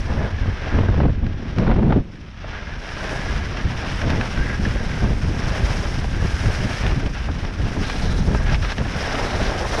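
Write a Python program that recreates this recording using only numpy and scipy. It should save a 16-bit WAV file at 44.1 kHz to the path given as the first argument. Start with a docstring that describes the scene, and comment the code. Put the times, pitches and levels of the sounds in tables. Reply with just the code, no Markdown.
"""A groomed ski slope in the open, heard from a small camera on the skier's chest, the skis below.
Wind over the microphone port rumbles, buffets and tears into a rough flutter: filtered noise in gusts.
Gloves and sleeves passing close to the port add slaps, hollow wakes and one tick.
The ski edges grind over snow grains (dense random clicks), ring through damped resonances,
skid, hiss, throw a fine spray, swish, thud and clack on hard ridges."""
import sys
import numpy as np
from scipy import signal
from scipy.fft import rfft, irfft
from scipy.io import wavfile
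from scipy.ndimage import uniform_filter1d, map_coordinates

SR = 44100
rng = np.random.default_rng(int(sys.argv[2]) if len(sys.argv) > 2 else 0)


def dump_mix(stems):
    """Bounce the given channels to the path in sys.argv[1] as a 16-bit WAV at rate SR."""
    frames = np.atleast_2d(stems).T  # one column per channel
    limited = np.clip(frames, -1, 1)  # hard clip at full scale
    pcm = np.round(limited * 32767).astype(np.int16)
    wavfile.write(sys.argv[1], SR, pcm)


N = 432180
TIME = np.arange(N) / SR


def undb(db):
    """Decibels to gain."""
    return 10 ** (np.asarray(db) / 20)


def unit(x):
    """Scale to an rms of one."""
    return x / np.sqrt(np.mean(x ** 2))


def controls(table):
    """The columns of a curve table after its time column, one value per sample."""
    s, *columns = np.transpose(table)
    return [np.interp(TIME, s, column) for column in columns]


def colour(x, outline):
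    """Filter by an outline of (freq_hz, gain_db), joined by straight lines over log frequency."""
    hz, db = np.transpose(outline)
    bins_hz = np.maximum(np.arange(N // 2 + 1) * SR / N, 1)
    gain = undb(np.interp(np.log(bins_hz), np.log(hz), db))
    return irfft(rfft(x) * gain, N)


def noise():
    """White noise."""
    return rng.standard_normal(N)


def walk(rate):
    """Smooth random curve with rate knots a second; rms of one, extremes softened."""
    knots = rng.standard_normal(N // 20)
    curve = map_coordinates(knots, [TIME * rate], order=2, mode="wrap")
    return unit(np.tanh(curve))


def steady(x, span):
    """Even out the swells that last longer than span seconds."""
    power = uniform_filter1d(x ** 2, int(span * SR))
    return x / np.sqrt(power + 1e-12)


def bursts(times, levels_db, rise_s, decay_s):
    """An envelope that jumps up at each time and dies away."""
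    out = np.zeros(N)
    age = np.arange(SR // 10) / SR
    shape = (1 - np.exp(-age / rise_s)) * np.exp(-age / decay_s)
    for s, db in zip(times, levels_db):
        i = int(s * SR)
        out[i:i + len(age)] += undb(db) * shape[:N - i]
    return out


def swells(table, attack_s, release_s):
    """Attack, hold and release for each (start, hold length, size) row, summed."""
    out = np.zeros(N)
    for s, length, size in table:
        corners = [s - attack_s, s, s + length, s + length + release_s]
        part = slice(*np.searchsorted(TIME, [corners[0], corners[-1]]))
        out[part] += size * np.interp(TIME[part], corners, [0, 1, 1, 0]) ** 2
    return out


def gain_swells(table, attack_s, release_s):
    """A gain envelope from (start, hold length, dB) rows."""
    gains = [(s, length, undb(db)) for s, length, db in table]
    return swells(gains, attack_s, release_s)


def with_swells(base_db, table, attack_s, release_s):
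    """A level in dB with the power of (start, hold length, dB) swells on top."""
    powers = [(s, length, undb(db) ** 2) for s, length, db in table]
    return 10 * np.log10(undb(base_db) ** 2 + swells(powers, attack_s, release_s))


def grains(rate, spread_db):
    """Snow crystals breaking: random clicks, rate a second, of unequal but capped size."""
    hit = rng.random(N) < rate / SR
    size = undb(spread_db * np.minimum(rng.exponential(size=N), 3))
    return unit(hit * size * np.clip(noise(), -2, 2))


# steady airflow at the port, weakest from 2 to 3 s; columns: time_s, rumble_db, buffet_db
AIRFLOW = [(0, -23, -32), (.65, -24, -35.5), (1.12, -19, -32), (1.37, -28.5, -34), (1.47, -32.5, -32),
           (1.572, -19, -28), (1.6, -22, -20), (1.995, -17.5, -23.5), (2.035, -37, -37.5),
           (2.35, -37.5, -43), (2.5, -31, -41), (3, -34.5, -39), (3.2, -27.5, -33), (4, -26, -32),
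           (5.3, -23, -29.5), (5.9, -21, -30), (6.2, -22.5, -30.5), (6.75, -24.5, -31.5), (7.9, -23.5, -31),
           (8.5, -20, -30.5), (9.1, -26.5, -31.5), (9.8, -28, -36.5)]
# brief changes of that airflow, mostly lulls; columns: start_s, hold_s, change_db
LULLS = [(.55, 0.042, -4.5), (1.535, .025, -7), (1.64, .022, -1.5), (1.732, 0.016, 3), (1.938, .014, -1),
         (3.46, 0.14, -2), (3.74, 0.098, -2), (4.25, 0.019, -2), (5.16, 0.045, 1), (5.53, 0.052, -5),
         (6.11, 0.053, -1.5), (6.365, 0.043, -1), (6.53, .02, -1), (6.75, 0.047, -8), (7.13, 0.075, -4.5),
         (7.4, 0.022, -9), (7.88, 0.063, -4), (8.7, 0.055, -5)]
# gusts on top of the airflow; columns: start_s, hold_s, rumble_db, buffet_db, tear_db
GUSTS = [(0.092, 0.18, -29, -27, -36.5), (0.432, 0.067, -19, -30.5, -37), (0.728, 0.08, -16.5, -21, -28.5),
         (0.827, 0.11, -17, -26.5, -33.5), (0.968, 0.13, -17, -19, -31.5), (1.224, 0.046, -19.5, -24, -44),
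         (1.584, 0.03, -18, -18, -39), (1.673, 0.052, -18, -15.5, -23.5), (1.772, 0.16, -27, -15.5, -32.5),
         (1.957, 0.014, -24, -15.5, -32), (3.295, 0.091, -27, -32, -50), (3.646, 0.032, -19, -37, -51),
         (4.038, 0.17, -23, -23.5, -31), (4.371, 0.039, -17.5, -28.5, -35), (4.584, 0.12, -22, -26.5, -51),
         (5.012, 0.12, -20.5, -24, -31.5), (5.607, 0.1, -24, -38, -49), (6.23, 0.025, -21, -34, -29.5),
         (6.438, 0.063, -19.5, -30, -32.5), (6.602, 0.048, -23, -32, -35),
         (6.838, 0.102, -18, -30.5, -30.5), (7.037, 0.033, -20, -41, -35.5),
         (7.614, 0.037, -19.5, -34, -53), (7.756, 0.074, -27, -25.5, -36), (8.03, 0.23, -22, -29, -39),
         (8.273, 0.089, -29, -21, -31.5), (8.47, 0.091, -25, -33, -39), (8.782, 0.028, -26, -26, -29),
         (9.199, 0.049, -23.5, -35, -30.5), (9.342, 0.15, -23, -31, -37)]
TEAR_ONSET_DB, TEAR_GROWTH = -32.5, 0.39  # reference buffeting; extra dB of tearing per dB from there
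TEAR_UNDER_DB = -13  # tearing at the reference, relative to the buffeting


def air_levels():
    """Rumble, buffeting and tearing in dB: steady airflow with lulls, and the power of gusts added."""
    rumble_db, buffet_db = controls(AIRFLOW)
    lull_db = swells(LULLS, attack_s=0.011, release_s=0.011)
    rumble_db = rumble_db + lull_db + 2.0 * walk(rate=14)
    buffet_db = buffet_db + lull_db + 1.57 * walk(rate=14)
    # tearing grows faster with wind speed than the buffeting does
    tear_db = buffet_db + TEAR_UNDER_DB + TEAR_GROWTH * (buffet_db - TEAR_ONSET_DB)
    s, length, *gust_dbs = np.transpose(GUSTS)
    return [with_swells(flow_db, zip(s, length, gust_db), attack_s=0.0093, release_s=0.017)
            for flow_db, gust_db in zip([rumble_db, buffet_db, tear_db], gust_dbs)]


# colour of large eddies; columns: freq_hz, gain_db
RUMBLE_COLOUR = [(12, -9.5), (25, 3), (50, 1.5), (85, -0.5), (130, -8.5), (190, -27.5), (350, -53),
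                 (800, -86)]
# colour of small eddies; columns: freq_hz, gain_db
BUFFET_COLOUR = [(60, -9.5), (130, 1.5), (210, 0.5), (310, -7), (480, -17.5), (900, -31.5), (2500, -92)]
# colour of flow tearing at the port; columns: freq_hz, gain_db
TEAR_COLOUR = [(150, -37.5), (380, 5.5), (700, -1), (1200, -8.5), (2500, -19), (4200, -30), (5800, -49),
               (7500, -68.5), (14000, -105)]


def wind(rumble_db, buffet_db, tear_db, eddy_db):
    """Large eddies rumble, small ones come in flurries, and the flow tears at the edge of the port."""
    flurry = walk(rate=70)
    rumble = steady(colour(noise(), RUMBLE_COLOUR), span=0.087)
    buffet = steady(colour(noise() * undb(eddy_db * flurry), BUFFET_COLOUR), span=0.04)
    # the flow separates on the pressure peaks, so the tearing comes in short rasps
    push = np.abs(rumble + buffet) ** 1.03 + 0.5
    tear = steady(colour(noise() * push * undb(1.4 * flurry), TEAR_COLOUR), span=0.19)
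    return rumble * undb(rumble_db) + buffet * undb(buffet_db) + tear * undb(tear_db)


# large single eddies at the port, before the trim puff_db; columns: centre_s, level_db
PUFFS = [(1.135, -19), (1.18, -24), (2.003, -23), (3.665, -18.5), (3.88, -20), (3.93, -20.5), (4.06, -17),
         (4.183, -18.5), (4.39, -15.5), (4.6, -16.5), (4.682, -16.5), (4.905, -19.5), (4.95, -18.5),
         (5.05, -13.5), (5.243, -15), (5.283, -16.5), (5.4, -19), (5.472, -19), (5.63, -17.5), (5.71, -16),
         (5.79, -18.5), (5.987, -15.5), (6.25, -16), (6.471, -13.5), (6.6, -23), (6.652, -15.5),
         (6.975, -14.5), (7.06, -17), (7.3, -16), (7.37, -25), (7.645, -16), (7.812, -19.5), (8.053, -16),
         (8.21, -14), (8.29, -16), (8.525, -14.5), (8.815, -13.5), (8.96, -20), (9.225, -20), (9.425, -21)]
# their low, soft colour; columns: freq_hz, gain_db
PUFF_COLOUR = [(30, -24), (70, -2.5), (120, 0.5), (200, -7.5), (330, -20.5), (800, -45), (2000, -90)]


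def puffs(length_s, puff_db):
    """Each large eddy presses on the port with a rounded swell of a few low cycles."""
    envelope = sum(undb(db) * np.exp(-(2 * (TIME - s) / length_s) ** 2) for s, db in PUFFS)
    return steady(colour(noise(), PUFF_COLOUR), span=0.0173) * envelope * undb(puff_db)


# the wake of a glove or sleeve crossing close to the port; columns: start_s, hold_s, level_db
WAKES = [(1.038, 0.05, -26.5), (1.594, .015, -26), (1.784, .022, -25), (1.823, .022, -23),
         (1.866, 0.024, -21), (1.91, .022, -25), (1.963, .02, -20.5)]
# its hollow colour; columns: freq_hz, gain_db
WAKE_COLOUR = [(130, -25), (210, -1), (280, 4), (390, -0.5), (500, -12), (800, -30), (2000, -74)]


def wakes(attack_s, release_s, flutter_db):
    """Small, fast eddies shed by the arms: higher than the buffeting and full in the low middle."""
    envelope = gain_swells(WAKES, attack_s, release_s)
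    flutter = noise() * undb(flutter_db * walk(rate=110))
    return steady(colour(flutter, WAKE_COLOUR), span=0.018) * envelope


# eddies that slap the port, most shed by the passing gloves, before the trims rasp_db and thump_db
# columns: start_s, level_db, thump_relative_db
SLAPS = [(0.785, -13, -1.5), (0.833, -16.5, -4), (0.886, -17.5, 5.5), (0.942, -19.5, 1),
         (1.002, -11.5, -11), (1.03, -17, 2), (1.052, -13.5, 1), (1.08, -23, 5.5), (1.232, -29, 9),
         (1.583, -17.5, 7), (1.675, -14.5, -4), (1.713, -10.5, -3), (1.784, -23, 4), (1.828, -21, 13),
         (1.905, -13, -18), (1.923, -8, -5), (1.958, -23.5, 15.5), (5.042, -18, -11), (7.286, -19, -12),
         (7.766, -18, 0), (8.347, -9.5, -13)]
# colour of the rasp; columns: freq_hz, gain_db
RASP_COLOUR = [(150, -23), (400, 6), (800, 1), (1300, -4), (2200, -15), (4200, -29), (5800, -45),
               (7500, -67), (14000, -105)]


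def slaps(rasp_db, thump_db):
    """A single hard eddy: a short rasp over a low thump that rises more slowly."""
    s, db, low_db = np.transpose(SLAPS)
    rasp = steady(colour(noise(), RASP_COLOUR), span=0.0084)
    rasp = rasp * bursts(s, db, rise_s=0.0016, decay_s=0.0047)
    thump = steady(colour(noise(), BUFFET_COLOUR), span=0.016)
    thump = thump * bursts(s, db + low_db, rise_s=0.0076, decay_s=0.0096)
    return undb(rasp_db) * rasp + undb(thump_db) * thump


# colour of a glove on the camera housing; columns: freq_hz, gain_db
TICK_COLOUR = [(600, -7), (1500, 11), (4000, 0), (5800, -6), (7500, -24), (10500, -31), (14000, -75)]


def glove_tick(at_s, level_db):
    """The glove clips the camera housing once as it swings by: a very short burst of noise."""
    return unit(colour(noise(), TICK_COLOUR)) * bursts([at_s], [level_db], rise_s=0.0003, decay_s=0.003)


# dark colour of a ski slipping sideways or landing flat; columns: freq_hz, gain_db
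SKID_COLOUR = [(100, -12), (330, -1), (600, 1), (800, -1), (1150, -7.5), (1800, -9.5), (4000, -59),
               (9000, -64)]
# a ski drops flat on the snow, before the trim thud_db; columns: start_s, level_db
THUDS = [(2.443, -26), (6.044, -21.5), (8.856, -24), (8.957, -22), (9.213, -19), (9.747, -15)]


def thuds(decay_s, thud_db):
    """The whole base meets the snow at once: a dull burst with the dark colour of a skid."""
    s, db = np.transpose(THUDS)
    envelope = bursts(s, db + thud_db, rise_s=0.00045, decay_s=decay_s)
    return steady(colour(noise(), SKID_COLOUR), span=0.008) * envelope


# the edges cut through loose snow; columns: start_s, hold_s, level_db
SWISHES = [(7.853, 0.066, -42), (7.958, 0.25, -44), (8.64, 0.075, -47), (9.25, 0.23, -42),
           (9.72, 0.097, -40)]
# its bright colour; columns: freq_hz, gain_db
SWISH_COLOUR = [(2200, -40), (3300, -1), (4000, 5), (4600, -6), (5800, -26), (8000, -50)]


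def swishes(attack_s, release_s):
    """Loose crystals sheared off by an edge: bright grains of very unequal size."""
    envelope = gain_swells(SWISHES, attack_s, release_s)
    return unit(colour(grains(rate=7400, spread_db=11.5), SWISH_COLOUR)) * envelope


# colour of the edges scraping on snow; columns: freq_hz, gain_db
SCRAPE_COLOUR = [(250, -26.5), (800, -1.5), (1400, 3), (2100, 2), (3000, -1.5), (3700, -5.5), (4500, -11.5),
                 (5600, -9), (6300, -18.5), (7500, -32.5), (10500, -37.5), (14000, -82)]
# main resonance as the skis bend; columns: time_s, pitch_hz
RING_PITCH = [(0, 1648), (.24, 1681), (.45, 1615), (.7, 1668), (.9, 1615), (2.6, 1666), (3.1, 1622),
              (3.26, 1658), (4.45, 1597), (4.62, 1653), (4.8, 1605), (6.2, 1636), (6.45, 1609),
              (6.68, 1698), (6.85, 1797), (7.05, 1600), (8.4, 1634), (9.15, 1617), (9.8, 1618)]
# skis knocking on hard ridges, before the trims body_db and edge_db
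# columns: start_s, level_db, ring_relative_db, snap_relative_db
KNOCKS = [(0.245, -25, 3, -17), (0.884, -22.5, 6, -14), (1.265, -23.5, 0, -7), (2.155, -39, -6, -1),
          (2.89, -21, -5, -3), (3.093, -21, -6, -3), (3.190, -21, -2, -3), (3.215, -20, -3, -4),
          (3.57, -23, -11, 1.5), (4.016, -14.5, -4, -4.5), (4.103, -7, -9, -8), (4.211, -14.5, 4.5, -4),
          (4.376, -20, 1, -2), (4.652, -14, 4, -12), (6.043, -24, -8, -2.5), (6.147, -22.5, -2, -4.5),
          (6.416, -22, 4, -13), (6.459, -15.5, -4, -4.5), (6.865, -15.5, -10, -3.5), (6.912, -22, -10, -2),
          (7.061, -23, -16, -1), (7.235, -28, -12, -5), (7.314, -24, -8, -4), (7.449, -21, -16, -1),
          (7.898, -13, -17, -2.5), (8.497, -11, -9, -10), (8.545, -16, -8, -0.5), (8.624, -22, -3, -7),
          (8.647, -18, -3, -2), (8.701, -21, -8, -7), (8.719, -18, -6, -1), (8.782, -16, -3, -4),
          (8.852, -21, -3, -7), (9.152, -18, -10, -2), (9.744, -20, -9, -0.5)]


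def knocks(ring_s, snap_s, body_db, edge_db, wobble):
    """Each ridge gives a short crunch that snaps at the edge and rings the ski at its main resonance."""
    s, db, ring_db, snap_db = np.transpose(KNOCKS)
    pitch_hz = controls(RING_PITCH)[0] * (1 + wobble * walk(rate=500))
    tone = unit(np.sin(2 * np.pi * np.cumsum(pitch_hz) / SR))
    body = tone * bursts(s, db + ring_db, rise_s=0.00075, decay_s=ring_s)
    crunch = unit(colour(noise(), SCRAPE_COLOUR))
    edge = crunch * bursts(s, db + snap_db, rise_s=0.00008, decay_s=snap_s)
    return undb(body_db) * body + undb(edge_db) * edge


# resonances of the skis before bending, main one first; columns: freq_hz, width_hz, gain_db
SKI_MODES = [(1611, 62, 4.5), (1720, 400, -11.5), (1920, 220, -11.5)]


def ski_body(x):
    """Ring the damped resonances of the skis; reading at a varying speed bends their pitch."""
    ring = sum(undb(db) * signal.lfilter(*signal.iirpeak(hz, hz / width, fs=SR), x)
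               for hz, width, db in SKI_MODES)
    bend = controls(RING_PITCH)[0] / SKI_MODES[0][0]
    flex_s = 0.001002 * walk(rate=12)
    return map_coordinates(ring, [np.cumsum(bend) + flex_s * SR], order=3, mode="mirror")


# The levels in these tables are before the trims in skis().
# edge load from turn to turn, and spray of loose snow; columns: time_s, scrape_db, spray_db
EDGES = [(0.0, -40, -61), (0.35, -41.5, -71), (0.8, -38.5, -72), (1.2, -50, -97), (1.5, -43, -74),
         (1.9, -46, -98), (2.05, -52.5, -78), (2.35, -49, -77), (2.5, -41, -83), (2.78, -40.5, -69),
         (2.92, -38, -61.5), (3.2, -37, -56), (3.55, -38, -64.5), (4.0, -37, -58.5), (5.25, -39, -59),
         (5.55, -35, -54.5), (5.8, -36.5, -53.5), (6.1, -40.5, -60), (6.3, -38, -55), (6.55, -35, -52.5),
         (6.85, -35, -55.5), (7.1, -41.5, -62.5), (7.5, -40.5, -64), (7.9, -36.5, -54), (8.2, -39.5, -56),
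         (8.82, -38.5, -58.5), (8.98, -33.5, -55), (9.25, -32.5, -51.5), (9.62, -34, -53.5),
         (9.8, -34.5, -47.5)]
# the edges bite into firmer snow and let go abruptly; columns: start_s, hold_s, change_db
BITES = [(1.24, 0.1, 2), (2.48, 0.021, 2), (3.56, 0.055, 1.5), (3.82, 0.11, 2.5), (4.08, 0.1, 3),
         (5.41, 0.06, 2.5), (6.84, 0.13, -0.5), (7.15, 0.029, 4), (7.83, 0.016, 3), (8.465, 0.09, 5),
         (8.625, 0.041, 4.5), (8.688, 0.038, 6), (9.08, 0.07, 1.5)]
# the skis go light over a crest and the scrape thins out; columns: start_s, hold_s, change_db
CRESTS = [(2.64, .03, -1), (2.77, .05, -2), (4.273, .06, -0.5), (5.161, .05, -2), (7.1, .025, -2),
          (8.575, .035, -3), (8.745, .022, -2.5), (8.81, 0.024, -2), (9.675, 0.023, -3)]
# the skis slip sideways; columns: start_s, hold_s, skid_db
SKIDS = [(0.092, 0.2, -35.5), (0.669, 0.098, -36.5), (2.8, 0.36, -45), (3.044, 0.19, -36.5),
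         (4.036, 0.2, -40), (5.458, 0.42, -35.5), (7.438, 0.063, -39.5), (8.325, 0.25, -42),
         (8.63, 0.058, -42), (8.98, 0.675, -32), (9.13, 0.28, -35), (9.71, .09, -31.5),
         (9.755, 0.045, -27.5)]
# the skis chatter and sing; columns: start_s, hold_s, ring_db
CHATTERS = [(0.026, .13, -45), (0.182, 0.09, -37), (.33, 0.31, -39.5), (0.658, 0.1, -35), (.87, 0.18, -41),
            (1.15, .4, -49), (2.54, 0.076, -36), (2.676, 0.067, -39), (2.878, 0.14, -39), (3.053, 0.1, -36),
            (3.19, 0.1, -33), (3.416, 0.051, -39), (4.376, 0.17, -30.5), (4.55, .15, -44),
            (4.74, 0.33, -37.5), (6.141, 0.14, -39), (6.349, 0.17, -35.5), (6.54, 0.13, -39),
            (6.713, 0.15, -41), (7.15, .06, -42), (8.37, 0.13, -34.5), (9.04, 0.2, -43)]
SLIP_ATTACK_S, SLIP_RELEASE_S = 0.03, 0.035
SKID_UNDER_DB, RING_UNDER_DB = -2, -3.5  # clean glide relative to the scrape, before the trims
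GLIDE_KNEE_DB, GLIDE_FALL = -40.5, 0.96  # edge load below which the skis run flat; extra fall, dB per dB


def ski_levels():
    """Edge load sets scrape, skid and ring; bites, slips and chatter swell out of it, crests thin it."""
    load_db, spray_db = controls(EDGES)
    change_db = swells(BITES + CRESTS, attack_s=0.014, release_s=0.014)
    scrape_db = load_db + change_db + 0.68 * walk(rate=13)
    # on flat skis the skid and ring fall faster than the scrape
    glide_db = scrape_db - GLIDE_FALL * np.maximum(GLIDE_KNEE_DB - load_db, 0)
    skid_db = with_swells(glide_db + SKID_UNDER_DB, SKIDS, SLIP_ATTACK_S, SLIP_RELEASE_S)
    glide_ring_db = glide_db + RING_UNDER_DB + 0.52 * walk(rate=16)
    ring_db = with_swells(glide_ring_db, CHATTERS, SLIP_ATTACK_S, SLIP_RELEASE_S)
    return scrape_db, skid_db, ring_db, spray_db


# colour of the sliding bases; columns: freq_hz, gain_db
HISS_COLOUR = [(3500, -12.5), (4500, -9), (4950, 1), (5450, 1), (5900, -2.5), (6500, -18), (7400, -40),
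               (12000, -51.5)]
# colour of fine thrown snow; columns: freq_hz, gain_db
SPRAY_COLOUR = [(2000, -6), (4400, 6), (5500, 9.5), (6500, 4.5), (7500, -3), (9000, -2.5), (10400, -6),
                (11500, -12.5), (14000, -24)]


def skis(scrape_db, skid_db, ring_db, spray_db):
    """Grains on ridged snow: edge pressure drives scrape and ring, ridges stir hiss and spray."""
    ridges = undb(1.3 * walk(rate=48))
    pressure = unit(ridges ** 0.7 * undb(0.5 * walk(rate=120)))
    scrape = unit(colour(grains(rate=6500, spread_db=0.5) * pressure, SCRAPE_COLOUR))
    # the skid flickers on its own
    skid = unit(colour(grains(rate=4000, spread_db=-0.5) * undb(2.0 * walk(rate=60)), SKID_COLOUR))
    strike = colour(grains(rate=4000, spread_db=5.0) * np.sqrt(pressure), SCRAPE_COLOUR)
    ring = steady(ski_body(strike), span=0.06)
    spray = unit(colour(grains(rate=24000, spread_db=3.5) * ridges ** 1.17, SPRAY_COLOUR))
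    hiss_flicker = ridges * undb(3.6 * walk(rate=90))
    hiss = unit(colour(grains(rate=9900, spread_db=3.5) * hiss_flicker, HISS_COLOUR))
    # the sliding bases hiss both on the hard surface and on loose crystals
    loose_share = 0.48
    hiss_db = (1 - loose_share) * scrape_db + loose_share * spray_db
    # level trims of the layers, in dB
    edges = scrape * undb(scrape_db + 2.0) + skid * undb(skid_db + 2.0)
    edges = edges + ring * undb(ring_db - 2.3 + 1.4 * walk(rate=22))
    return edges + hiss * undb(hiss_db + 0.5) + spray * undb(spray_db + 10.0)


def scene():
    """Wind at the chest, skis below; open snow gives no echo."""
    air = wind(*air_levels(), eddy_db=3.0)
    air = air + puffs(length_s=0.028, puff_db=-2.5)
    air = air + wakes(attack_s=0.0072, release_s=0.016, flutter_db=2.0)
    air = air + slaps(rasp_db=0.0, thump_db=5.0)
    glove = glove_tick(at_s=1.584, level_db=-21)
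    snow = thuds(decay_s=0.0065, thud_db=-0.5)
    snow = snow + swishes(attack_s=0.024, release_s=0.041)
    snow = snow + knocks(ring_s=0.0045, snap_s=0.0044, body_db=-6.5, edge_db=-3.5, wobble=0.05)
    snow = snow + skis(*ski_levels())
    return (air + glove + snow)[None]


def record(dry):
    """The camera microphone rounds the largest pressure peaks and cuts the top above 14 kHz."""
    ceiling = 0.85
    rounded = ceiling * np.tanh(dry / ceiling)
    top_cut = signal.ellip(8, 0.2, 70, 14000, fs=SR, output="sos")
    return signal.sosfilt(top_cut, rounded)


dry = scene()
out = record(dry)
dump_mix(out)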